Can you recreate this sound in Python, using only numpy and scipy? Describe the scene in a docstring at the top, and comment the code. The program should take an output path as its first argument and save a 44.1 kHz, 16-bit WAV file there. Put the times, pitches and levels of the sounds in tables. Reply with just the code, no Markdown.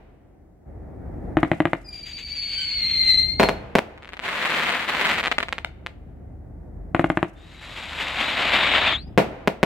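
"""The echo of a firework shell dies away in the night over a low, distant drone. Then a cake fires two
volleys: in each, six lift charges thump in their card tubes, the rising tails whistle or rush, and the
shells burst overhead, every blast doubled by the ground. The first volley opens into a shower of
crackling stars. Fences, walls, houses and trees scatter it all back."""
import sys
import numpy as np
from scipy import signal
from scipy.fft import rfft, irfft
from scipy.io import wavfile
from scipy.ndimage import uniform_filter1d, minimum_filter1d

SR = 44100
rng = np.random.default_rng(int(sys.argv[2]) if len(sys.argv) > 2 else 0)


def master_out(mix):
    """Clip the mix to full scale and print it as 16-bit PCM to the path in sys.argv[1]."""
    frames = np.transpose(np.atleast_2d(mix))
    ceiling = np.clip(frames, -1, 1)
    pcm = np.round(ceiling * 32767).astype(np.int16)
    wavfile.write(sys.argv[1], SR, pcm)


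N = 425565
TIME = np.arange(N) / SR

# outdoor reverb by band: band_hz, near_db, far_db, far_t60_s
ECHO_BANDS = [(60, -14, -23.5, 1.2), (200, -11, -21.5, 1.2), (613, -4, -15.5, 1.4),
              (1100, -12.5, -21.5, 1.5), (2210, -12, -23, 1.48), (5000, -8.5, -23, 1.0),
              (14000, -6, -25.5, .8)]
# EQ of the drone's bass and of its murky low mids: freq_hz, gain_db
BASS_EQ = [(20, -22), (32, -24), (42, -6), (80, -3.5), (120, -6.5), (200, -10), (400, -29), (1000, -70.5)]
MURK_EQ = [(60, -24), (150, -15), (280, 1.5), (450, -7), (750, -9), (1050, -23.5), (2000, -28), (3000, -51),
           (5000, -56.5), (16000, -61.5)]
# low notes in the drone: pitch_hz, level_db
DRONE_NOTES = [(45, -4.5), (72, -4)]
# swells of the drone: start_s, end_s, peak_db, growth_db, murk_offset_db
DRONE_SWELLS = [(.65, 1.3, -30.5, 10.5, -6), (1.8, 2.75, -46.5, 1, -10), (2.75, 3.42, -32.5, 9, -10.5),
                (4.95, 6.98, -36.5, 11, -10), (7.3, 9.1, -35.5, 12.5, -12)]

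# EQ of each volley's rushing gas: freq_hz, gain_db
FIRST_GAS_EQ = [(200, -43), (700, -14.5), (1300, -13.5), (1800, -5), (2400, 4), (3100, 0.5), (3900, -2),
                (5200, -25.5), (6800, -11.5), (9500, -37.5), (13000, -31), (16000, -54)]
SECOND_GAS_EQ = [(80, -27.5), (250, -8), (420, -12.5), (600, -5), (1500, -4.5), (2200, -1), (3600, -5.5),
                 (4500, -15.5), (5800, -28.5), (7500, -24.5), (9000, -35.5), (12500, -38.5), (16000, -64)]
# envelopes of the gas, the squeal and the chirp: start_s, peak_s, end_s, peak_db, growth_db, sag_db
FIRST_GAS_ARC = (1.9, 3.04, 3.08, -38.7, 13, 0)
SECOND_GAS_ARC = (7.35, 8.86, 8.935, -21.4, 38.5, 0.5)
SQUEAL_ARC = (2.42, 2.62, 2.7, -30, 25, 9)
CHIRP_ARC = (7.35, 8.93, 8.955, -28.8, 33, -1)
# a tail flares above its steady rush: start_s, boost_db
FLARES = [(2.04, 3), (2.45, 3.5), (2.88, 3.5), (7.6, 4), (7.75, 4), (7.97, 7), (8.18, 6), (8.36, 2.5),
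          (8.51, 6.5), (8.7, 3.5)]
# whistling tails: start_s, peak_s, end_s, peak_db, growth_db, sag_db, detune_percent, pan_db
WHISTLES = [(1.84, 3.08, 3.48, -19, 25, 14, 0.3, 5), (1.91, 3.12, 3.22, -20.3, 25, 6.5, -1.5, 1.5),
            (2.27, 3.06, 3.33, -22.2, 15, 10.5, 2.1, 3)]
# glides of the strongest partial, for the whistles and the chirp: time_s, pitch_hz
WHISTLE_GLIDE = [(1.85, 4793), (2.466, 4453), (2.6, 4540), (2.8, 4261), (3.158, 4087), (3.38, 4207)]
CHIRP_GLIDE = [(7.35, 3540), (7.52, 3920), (8.4, 3753), (8.85, 3590), (8.96, 3415), (9.04, 4700),
               (9.1, 4980)]
# timbres of the singing tails: pitch_ratio, level_db
WHISTLE_PARTIALS = [(.5, -12.5), (1, 1.5), (1.5, -30.5), (2, -29.5), (2.5, -42), (3, -36.5)]
SQUEAL_PARTIALS = [(1, -14.5), (2, 0), (3, -2.5), (4, -25.5), (5, -19)]
CHIRP_PARTIALS = [(1, 2), (2, -28)]

# lift charges: start_s, level_db, ring_db
LIFTS = [(1.3701, 3, 5.5), (1.4310, 4.5, 3.5), (1.5162, 3, 2), (1.6035, 0.5, 6), (1.6545, 3, 1),
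         (1.7330, 0.5, -2), (6.9477, 4, -1.5), (6.9946, 2.5, 3), (7.0428, 1, 4.5), (7.1014, -1, 5),
         (7.1730, 1, 1), (7.2290, 0, 2)]
# ring of a card tube: pitch_hz, t60_s, level_db
TUBE_MODES = [(173, 0.076, -23), (290, 0.12, -24), (328.5, 0.078, -16), (648, 0.029, -19),
              (760, 0.033, -21.5), (1230, 0.027, -26), (2090, .02, -19.5)]
# EQ of the muzzle puff: freq_hz, gain_db
PUFF_EQ = [(30, -31), (120, 1.5), (300, -1), (800, 3.5), (2000, -1.5), (3000, -13), (4000, -25),
           (5500, -50.5), (7500, -41.5), (16000, -60)]

# clouds of stars: start_s, peak_s, end_s, peak_db, growth_db, sag_db
SHOWERS = [(4.21, 4.45, 4.76, -23, 9, 0), (4.86, 5.1, 5.21, -22.2, 2.7, 1.2)]
# a few stars go off early: start_s, end_s, level_db
EARLY_STARS = (3.97, 4.22, -25)
# lone stars: start_s, level_db, ground_lag_ms
LONE_STARS = [(4.047, -18.5, 8.9), (4.0907, -17, 1.84), (4.1341, -12, 5.3), (4.169, -16, 5),
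              (4.1934, -8.5, 6), (5.2305, -6, 4.8), (5.2395, -1.5, 4.5), (5.2515, -1, 6.4),
              (5.2595, -3.5, 2.5), (5.269, -0.5, 4), (5.2755, 0, 5.8), (5.3148, 1, 4.2), (5.3174, -3, 6.1),
              (5.3221, 0.5, 3.8), (5.3834, 5, 3.4), (5.3883, -7, 15), (5.4039, -3.5, 4.3),
              (5.4285, -2.5, 4.5), (5.4302, -5, 5.8), (5.4851, -7.5, 5.6), (5.5263, -0.5, 3.7),
              (5.5825, -6, 4.4), (5.6471, -2.5, 1.35), (5.8637, -6, 5.8)]
# EQ of one star's snap: freq_hz, gain_db
SNAP_EQ = [(40, -33.5), (150, -6), (400, -6.5), (900, -2), (2100, 2), (3200, -4.5), (4200, -10.5),
           (5500, -24), (7500, -24), (10000, -31), (16000, -35)]

# shell bursts: start_s, level_db, overpressure_ms, ground_lag_ms, reverb_send_db
BURSTS = [(3.3977, 3, 0.32, 4.7, 8), (3.4254, -11, 0.71, 4.9, -13), (3.4315, 0, 0.32, 4.9, 6),
          (3.4882, -4, 0.34, 4.8, 5), (3.7532, 6, 0.31, 4.5, -1), (3.7858, -3.5, 0.34, 5.1, -12),
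          (9.1767, 5, 0.44, 5.6, 6.5), (9.4751, 1, 0.4, 4.8, -0.5), (9.6303, 4, 0.33, 5.3, -1.5)]
# what air and distance leave of a blast: freq_hz, gain_db
BLAST_EQ = [(30, -54.5), (100, 9.5), (200, 9), (400, 5), (700, 5.5), (1200, 3.5), (2300, 7), (3800, -0.5),
            (5500, -7.5), (8000, -10), (16000, -13.5)]

ATTACK_S = .03  # fade-in of every sustained sound
LEFT_RIGHT = np.array([[1], [-1]])


def undb(db):
    """Decibels to gain."""
    return 10 ** (np.asarray(db) / 20)


def unit(x):
    """Scale to rms 1."""
    return x / np.sqrt(np.mean(x ** 2))


def curve(rows):
    """A (time_s, value) table at every sample."""
    return np.interp(TIME, *np.transpose(rows))


def since(start_s):
    """Seconds elapsed from a cue, zero before it."""
    return np.maximum(TIME - start_s, 0)


def walk(rate_hz):
    """Smooth random modulation of rms 1."""
    hold = max(int(SR / rate_hz), 2)
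    steps = np.repeat(rng.standard_normal(N // hold + 1), hold)
    return unit(uniform_filter1d(uniform_filter1d(steps, hold), hold)[:N])


def envelope(start, peak, end, db, growth_db, sag_db, release_db_per_s, bend=1):
    """Gain that catches, grows to a peak, sags and dies; a higher bend levels the growth off sooner."""
    attack = np.clip((TIME - start) / ATTACK_S, 0, 1)
    to_go = np.clip((peak - TIME) / (peak - start), 0, 1)
    spent = np.clip((TIME - peak) / max(end - peak, 1 / SR), 0, 1)
    return attack * undb(db - growth_db * to_go ** bend - sag_db * spent - release_db_per_s * since(end))


def response(eq, size=4096):
    """Minimum-phase impulse response of an EQ curve, peak 1."""
    hz, db = np.transpose(eq)
    log_freq = np.log(np.fft.rfftfreq(size, 1 / SR) + 1)
    cepstrum = irfft(np.log(undb(np.interp(log_freq, np.log(hz), db))))
    cepstrum[1:size // 2] *= 2
    cepstrum[size // 2 + 1:] = 0
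    impulse = irfft(np.exp(rfft(cepstrum)))
    return impulse / np.abs(impulse).max()


def through(x, impulse):
    """Convolve sound and response, channel by channel."""
    return signal.fftconvolve(np.atleast_2d(x), np.atleast_2d(impulse), axes=1)[:, :N]


def filtered(x, order, hz, kind="low"):
    """Low-, high- or band-pass a sound."""
    return signal.sosfilt(signal.butter(order, hz, kind, fs=SR, output="sos"), x)


def add(out, start_s, x):
    """Mix x into out at a cue."""
    i = int(round(start_s * SR))
    out[..., i:i + x.shape[-1]] += x[..., :max(N - i, 0)]


def pan(db):
    """Stereo gains with the left louder by db."""
    return undb(LEFT_RIGHT * db / 2)


def noise(side_db):
    """Stereo white noise; side_db sets its width."""
    mid, side = rng.standard_normal((2, N))
    return mid + undb(side_db) * side * LEFT_RIGHT


def surroundings(near_t60_s=.18, near_rise_s=.007, far_rise_s=.012, wide_hz=350):
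    """Reverb response: fences and walls scatter at once, houses and trees answer for a second."""
    t = np.arange(2 * SR) / SR
    hz, near_db, far_db, t60_s = np.transpose(ECHO_BANDS)
    freq = np.fft.rfftfreq(len(t), 1 / SR) + 1
    mid, side = rfft(rng.standard_normal((2, len(t))))
    width = freq / (freq + wide_hz)  # long waves reach both ears alike
    spectrum = (mid + width * side * LEFT_RIGHT) / np.sqrt(1 + width ** 2)
    near = np.minimum(t / near_rise_s, 1) ** 2 * undb(-60 * t / near_t60_s)
    near /= np.linalg.norm(near)
    out = 0
    for k, share in enumerate(np.eye(len(hz))):
        band = irfft(spectrum * np.interp(np.log(freq), np.log(hz), share))
        far = np.minimum(t / far_rise_s, 1) * undb(-60 * t / t60_s[k])
        far /= np.linalg.norm(far)
        out += band * (undb(near_db[k]) * near + undb(far_db[k]) * far)
    return out


def drone(bass_trim_db=-3, murk_trim_db=-1, hiss_db=-85.5):
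    """The bed: a far-off rumble with two wavering low notes, swelling slowly and sinking quickly."""
    bass = unit(through(noise(side_db=-11.5), response(BASS_EQ)))
    for hz, db in DRONE_NOTES:
        phase = 2 * np.pi * np.cumsum(hz * (1 + .03 * walk(7.3))) / SR
        bass += undb(db) * unit(np.sin(phase) * undb(2 * walk(10)))
    murk = unit(through(noise(side_db=-3), response(MURK_EQ)) * undb(walk(26)))
    bass_gain, murk_gain = undb(-52), undb(-55.5)  # floor between swells
    for start, end, db, growth_db, murk_offset_db in DRONE_SWELLS:
        swell = envelope(start, end, end, db, growth_db, sag_db=0, release_db_per_s=36, bend=.95)
        bass_gain = np.hypot(bass_gain, swell)
        murk_gain = np.hypot(murk_gain, undb(murk_offset_db) * swell)
    rumble = undb(bass_trim_db) * bass_gain * bass + undb(murk_trim_db) * murk_gain * murk
    return rumble * pan(.7) + undb(hiss_db) * noise(side_db=4)


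def lingering_echo(echoes, age_s=.16, level_db=5.5, top_hz=1000):
    """The echo of a shell that burst just before still dies away, its treble already gone."""
    out = np.zeros((2, N))
    decay = through(echoes, response(BLAST_EQ))[:, int(age_s * SR):]
    add(out, 0, undb(level_db) * decay)
    return filtered(out, 1, top_hz)


def sparks(level_db=-66.5, band_hz=(3000, 10000), sputter_db=4):
    """Sparks fizz out of the tube after each lift."""
    fizz = filtered(noise(side_db=-2), 2, band_hz, "band") * undb(sputter_db * walk(150))
    spurts = [envelope(s, s + ATTACK_S, s + ATTACK_S, db, 0, 0, release_db_per_s=80)
              for s, db, _ in LIFTS]
    return undb(level_db) * unit(fizz) * np.linalg.norm(spurts, axis=0)


def gas(arc, eq, release_db_per_s, bend, sputter_db, flutter_db, dulling_db, flare_decay_s=.1):
    """Jets from the rising tails: a rush of rapid, uneven spurts, duller as the shell climbs away."""
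    spurts = noise(side_db=-13.5) * undb(sputter_db * walk(1500) + flutter_db * walk(45))
    jet = unit(through(spurts, response(eq)))
    body = signal.sosfiltfilt(signal.butter(4, 4800, fs=SR, output="sos"), jet)
    treble_db = np.interp(TIME, [arc[0], arc[2]], [dulling_db, -dulling_db])
    rush = body + (jet - body) * undb(treble_db)
    flare_db = sum(db * np.minimum(since(s) / ATTACK_S, 1) * np.exp(-since(s + ATTACK_S) / flare_decay_s)
                   for s, db in FLARES)
    return rush * envelope(*arc, release_db_per_s, bend) * undb(flare_db) * pan(2.3)


def pipe(hz, partials, jitter, flutter_db=2.8, wobble=.006):
    """One burning whistle: its pitch wanders, its flame flutters, and it fades differently at each ear."""
    phase = 2 * np.pi * np.cumsum(hz * (1 + wobble * walk(22) + jitter * walk(900))) / SR
    stereo_phase = phase + .82 * np.array([walk(60), walk(60)])
    tone = sum(undb(db) * np.sin(ratio * stereo_phase) for ratio, db in partials)
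    tremolo_db = flutter_db * walk(110) + 1.7 * np.array([walk(40), walk(40)])
    return unit(tone * undb(tremolo_db))


def whistles(climb_s=.4, catch_sharp=.05, settle_s=.035):
    """Three tails catch sharp, settle nearly in unison and beat against each other."""
    hz = curve(WHISTLE_GLIDE)
    # the overtones are strongest while the shells are still low
    bright_db = -4 + 12 * np.exp(-since(WHISTLES[0][0]) / climb_s)
    partials = [(ratio, db + (ratio > 1) * bright_db) for ratio, db in WHISTLE_PARTIALS]
    out = 0
    for *arc, detune_percent, pan_db in WHISTLES:
        sharp = catch_sharp * np.exp(-since(arc[0]) / settle_s)
        tone = pipe(hz * (1 + detune_percent / 100 + sharp), partials, jitter=.009)
        out += tone * envelope(*arc, release_db_per_s=230, bend=.7) * pan(pan_db)
    return out


def squeal(pitch_hz=1610, sag_hz_per_s=340):
    """One tail cracks into a lower register for a moment."""
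    hz = pitch_hz - sag_hz_per_s * np.minimum(since(SQUEAL_ARC[0]), 1)
    return pipe(hz, SQUEAL_PARTIALS, jitter=.018) * envelope(*SQUEAL_ARC, release_db_per_s=70)


def chirp():
    """A faint second-volley tail sings hoarsely while its gas rushes, then clears and chirps out."""
    rush = envelope(*SECOND_GAS_ARC, release_db_per_s=380, bend=2)
    hoarseness = .018 + .03 * np.sqrt(rush / rush.max() + 1e-9)
    tone = pipe(curve(CHIRP_GLIDE), CHIRP_PARTIALS, jitter=hoarseness, flutter_db=2)
    return tone * envelope(*CHIRP_ARC, release_db_per_s=310, bend=1.15) * pan(6.3)


def lifts(echoes, trim_db=-1, blow_db=-17, blow_t60_s=.028, wall_db=-20, wall_lag_s=.018, wet_db=-8):
    """Each charge puffs out of its tube, blows off gas and leaves the tube ringing; a wall answers."""
    puff = response(PUFF_EQ)
    t = np.arange(len(puff)) / SR
    push = np.hanning(22) / np.hanning(22).sum()
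    dry = np.zeros(N)
    for start_s, db, ring_db in LIFTS:
        detunes = 1 + .039 * rng.standard_normal(len(TUBE_MODES))
        ring = sum(undb(mode_db - 60 * t / t60_s) * np.cos(2 * np.pi * hz * detune * t)
                   for (hz, t60_s, mode_db), detune in zip(TUBE_MODES, detunes))
        # the gas takes a moment to push the tube, which rounds the start of its ring
        ring = np.convolve(np.convolve(ring, push), push)[8:len(t) + 8]
        blow = unit(signal.fftconvolve(rng.standard_normal(len(t)), puff)[:len(t)])
        blow *= undb(blow_db - 60 * t / blow_t60_s)
        add(dry, start_s, undb(db + trim_db) * (puff + blow + undb(ring_db) * ring))
        add(dry, start_s + wall_lag_s, undb(db + wall_db) * puff)
    # small things near the ground scatter mostly the treble
    send = undb(wet_db) * dry + undb(-9) * filtered(dry, 2, 1200, "high")
    return dry * pan(2.05) + through(send, echoes)


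def stars(rows, pan_db=1.5, spread_db=2, spread_samples=4.3, ground_db=-1):
    """Snaps from all over the sky, each with its own direction and ground echo."""
    start_s, db, ground_lag_ms = np.transpose(rows)
    side, skew = rng.standard_normal((len(start_s), 2)).T
    clicks = np.zeros((2, N))
    for channel, sign in zip(clicks, (1, -1)):
        gain = undb(db + sign * (pan_db + spread_db * side) / 2)
        arrival = start_s * SR + sign * (spread_samples * skew + 1) / 2
        bounce = arrival + ground_lag_ms * SR / 1000
        np.add.at(channel, np.round(arrival).astype(int), gain)
        np.add.at(channel, np.round(bounce).astype(int), gain * undb(ground_db))
    return through(clicks, response(SNAP_EQ))


def lone_stars(early_count=9, spread_db=3.1, trim_db=-6.4, top_hz=9000):
    """Single stars pop before and after the shower."""
    first_s, last_s, early_db = EARLY_STARS
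    slip, size, height = rng.random((early_count, 3)).T
    times = first_s + (last_s - first_s) * (np.arange(early_count) + slip) / early_count
    early = np.c_[times, early_db + spread_db * size, 3.5 + 2.5 * height]
    return undb(trim_db) * filtered(stars(np.r_[LONE_STARS, early]), 1, top_hz)


def star_shower(stars_per_s=950, thinning_s=1.0, burnout_s=5.217, spread_db=3.1, clump_db=1.2):
    """Hundreds of stars crackle in two clouds, thinning out until they are spent."""
    start_s = SHOWERS[0][0]
    rate = stars_per_s * np.exp(-since(start_s) / thinning_s)
    fired = np.cumsum(rate * ((TIME >= start_s) & (TIME < burnout_s))) / SR
    slip, size, height = rng.random((int(fired[-1]) - 3, 3)).T
    times = np.interp(np.arange(len(slip)) + 1 + 2 * slip, fired, TIME)
    # the fewer stars, the more each one stands out
    db = spread_db * np.minimum(-np.log(size), 3) - 10 * np.log10(np.interp(times, TIME, rate))
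    cloud = stars(np.c_[times, db, 3.5 + 2.5 * height]) * undb(clump_db * walk(60))
    cloud = unit(cloud) * np.sqrt((burnout_s - start_s) * SR / N)  # rms 1 while it burns
    swells = [envelope(*arc, release_db_per_s=55, bend=1.6) for arc in SHOWERS]
    return cloud * np.linalg.norm(swells, axis=0)


def bursts(echoes, trim_db=2, slap_lag_s=.0019, slap_db=-11):
    """A shock front and its suction, heard direct, slapped off something close by and off the ground."""
    t_ms = np.arange(1024) * 1000 / SR
    air = response(BLAST_EQ)
    dry, send = np.zeros((2, N))
    for start_s, db, overpressure_ms, ground_lag_ms, send_db in BURSTS:
        shock = (1 - t_ms / overpressure_ms) * np.exp(-t_ms / overpressure_ms)
        blast = signal.fftconvolve(shock, air)
        blast = undb(db + trim_db) * blast / blast.max()
        add(dry, start_s, blast)
        add(dry, start_s + slap_lag_s, undb(slap_db) * blast)
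        add(dry, start_s + ground_lag_ms / 1000, blast)
        add(send, start_s, undb(send_db) * blast)
    return dry * pan(1) + through(send, echoes)


def scene(gas_wet_db=-15, crackle_wet_db=-4, whistle_wet_db=-18):
    """Both volleys share one outdoor reverb, over the drone."""
    echoes = surroundings()
    jets = gas(FIRST_GAS_ARC, FIRST_GAS_EQ, release_db_per_s=65, bend=1.8,
               sputter_db=1, flutter_db=2.8, dulling_db=6)
    jets += gas(SECOND_GAS_ARC, SECOND_GAS_EQ, release_db_per_s=470, bend=2.15,
                sputter_db=2, flutter_db=1.2, dulling_db=9)
    launches = lifts(echoes) + sparks()
    crackle = lone_stars() + star_shower()
    singing = whistles() + squeal() + chirp()
    send = undb(gas_wet_db) * jets + undb(crackle_wet_db) * crackle + undb(whistle_wet_db) * singing
    background = drone() + lingering_echo(echoes) + through(send, echoes)
    return background + jets + singing + launches + crackle + bursts(echoes)


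def record(dry, ceiling=.99, hold_s=.00075, top_hz=16000):
    """A fast limiter holds the blasts down; a steep low-pass cuts the top."""
    hold = int(hold_s * SR)
    headroom = np.minimum(ceiling / (np.abs(dry).max(axis=0) + 1e-9), 1)
    gain = uniform_filter1d(minimum_filter1d(headroom, hold), hold)
    return signal.sosfilt(signal.ellip(8, .2, 70, top_hz, fs=SR, output="sos"), dry * gain)


dry = scene()
out = record(dry)
master_out(out)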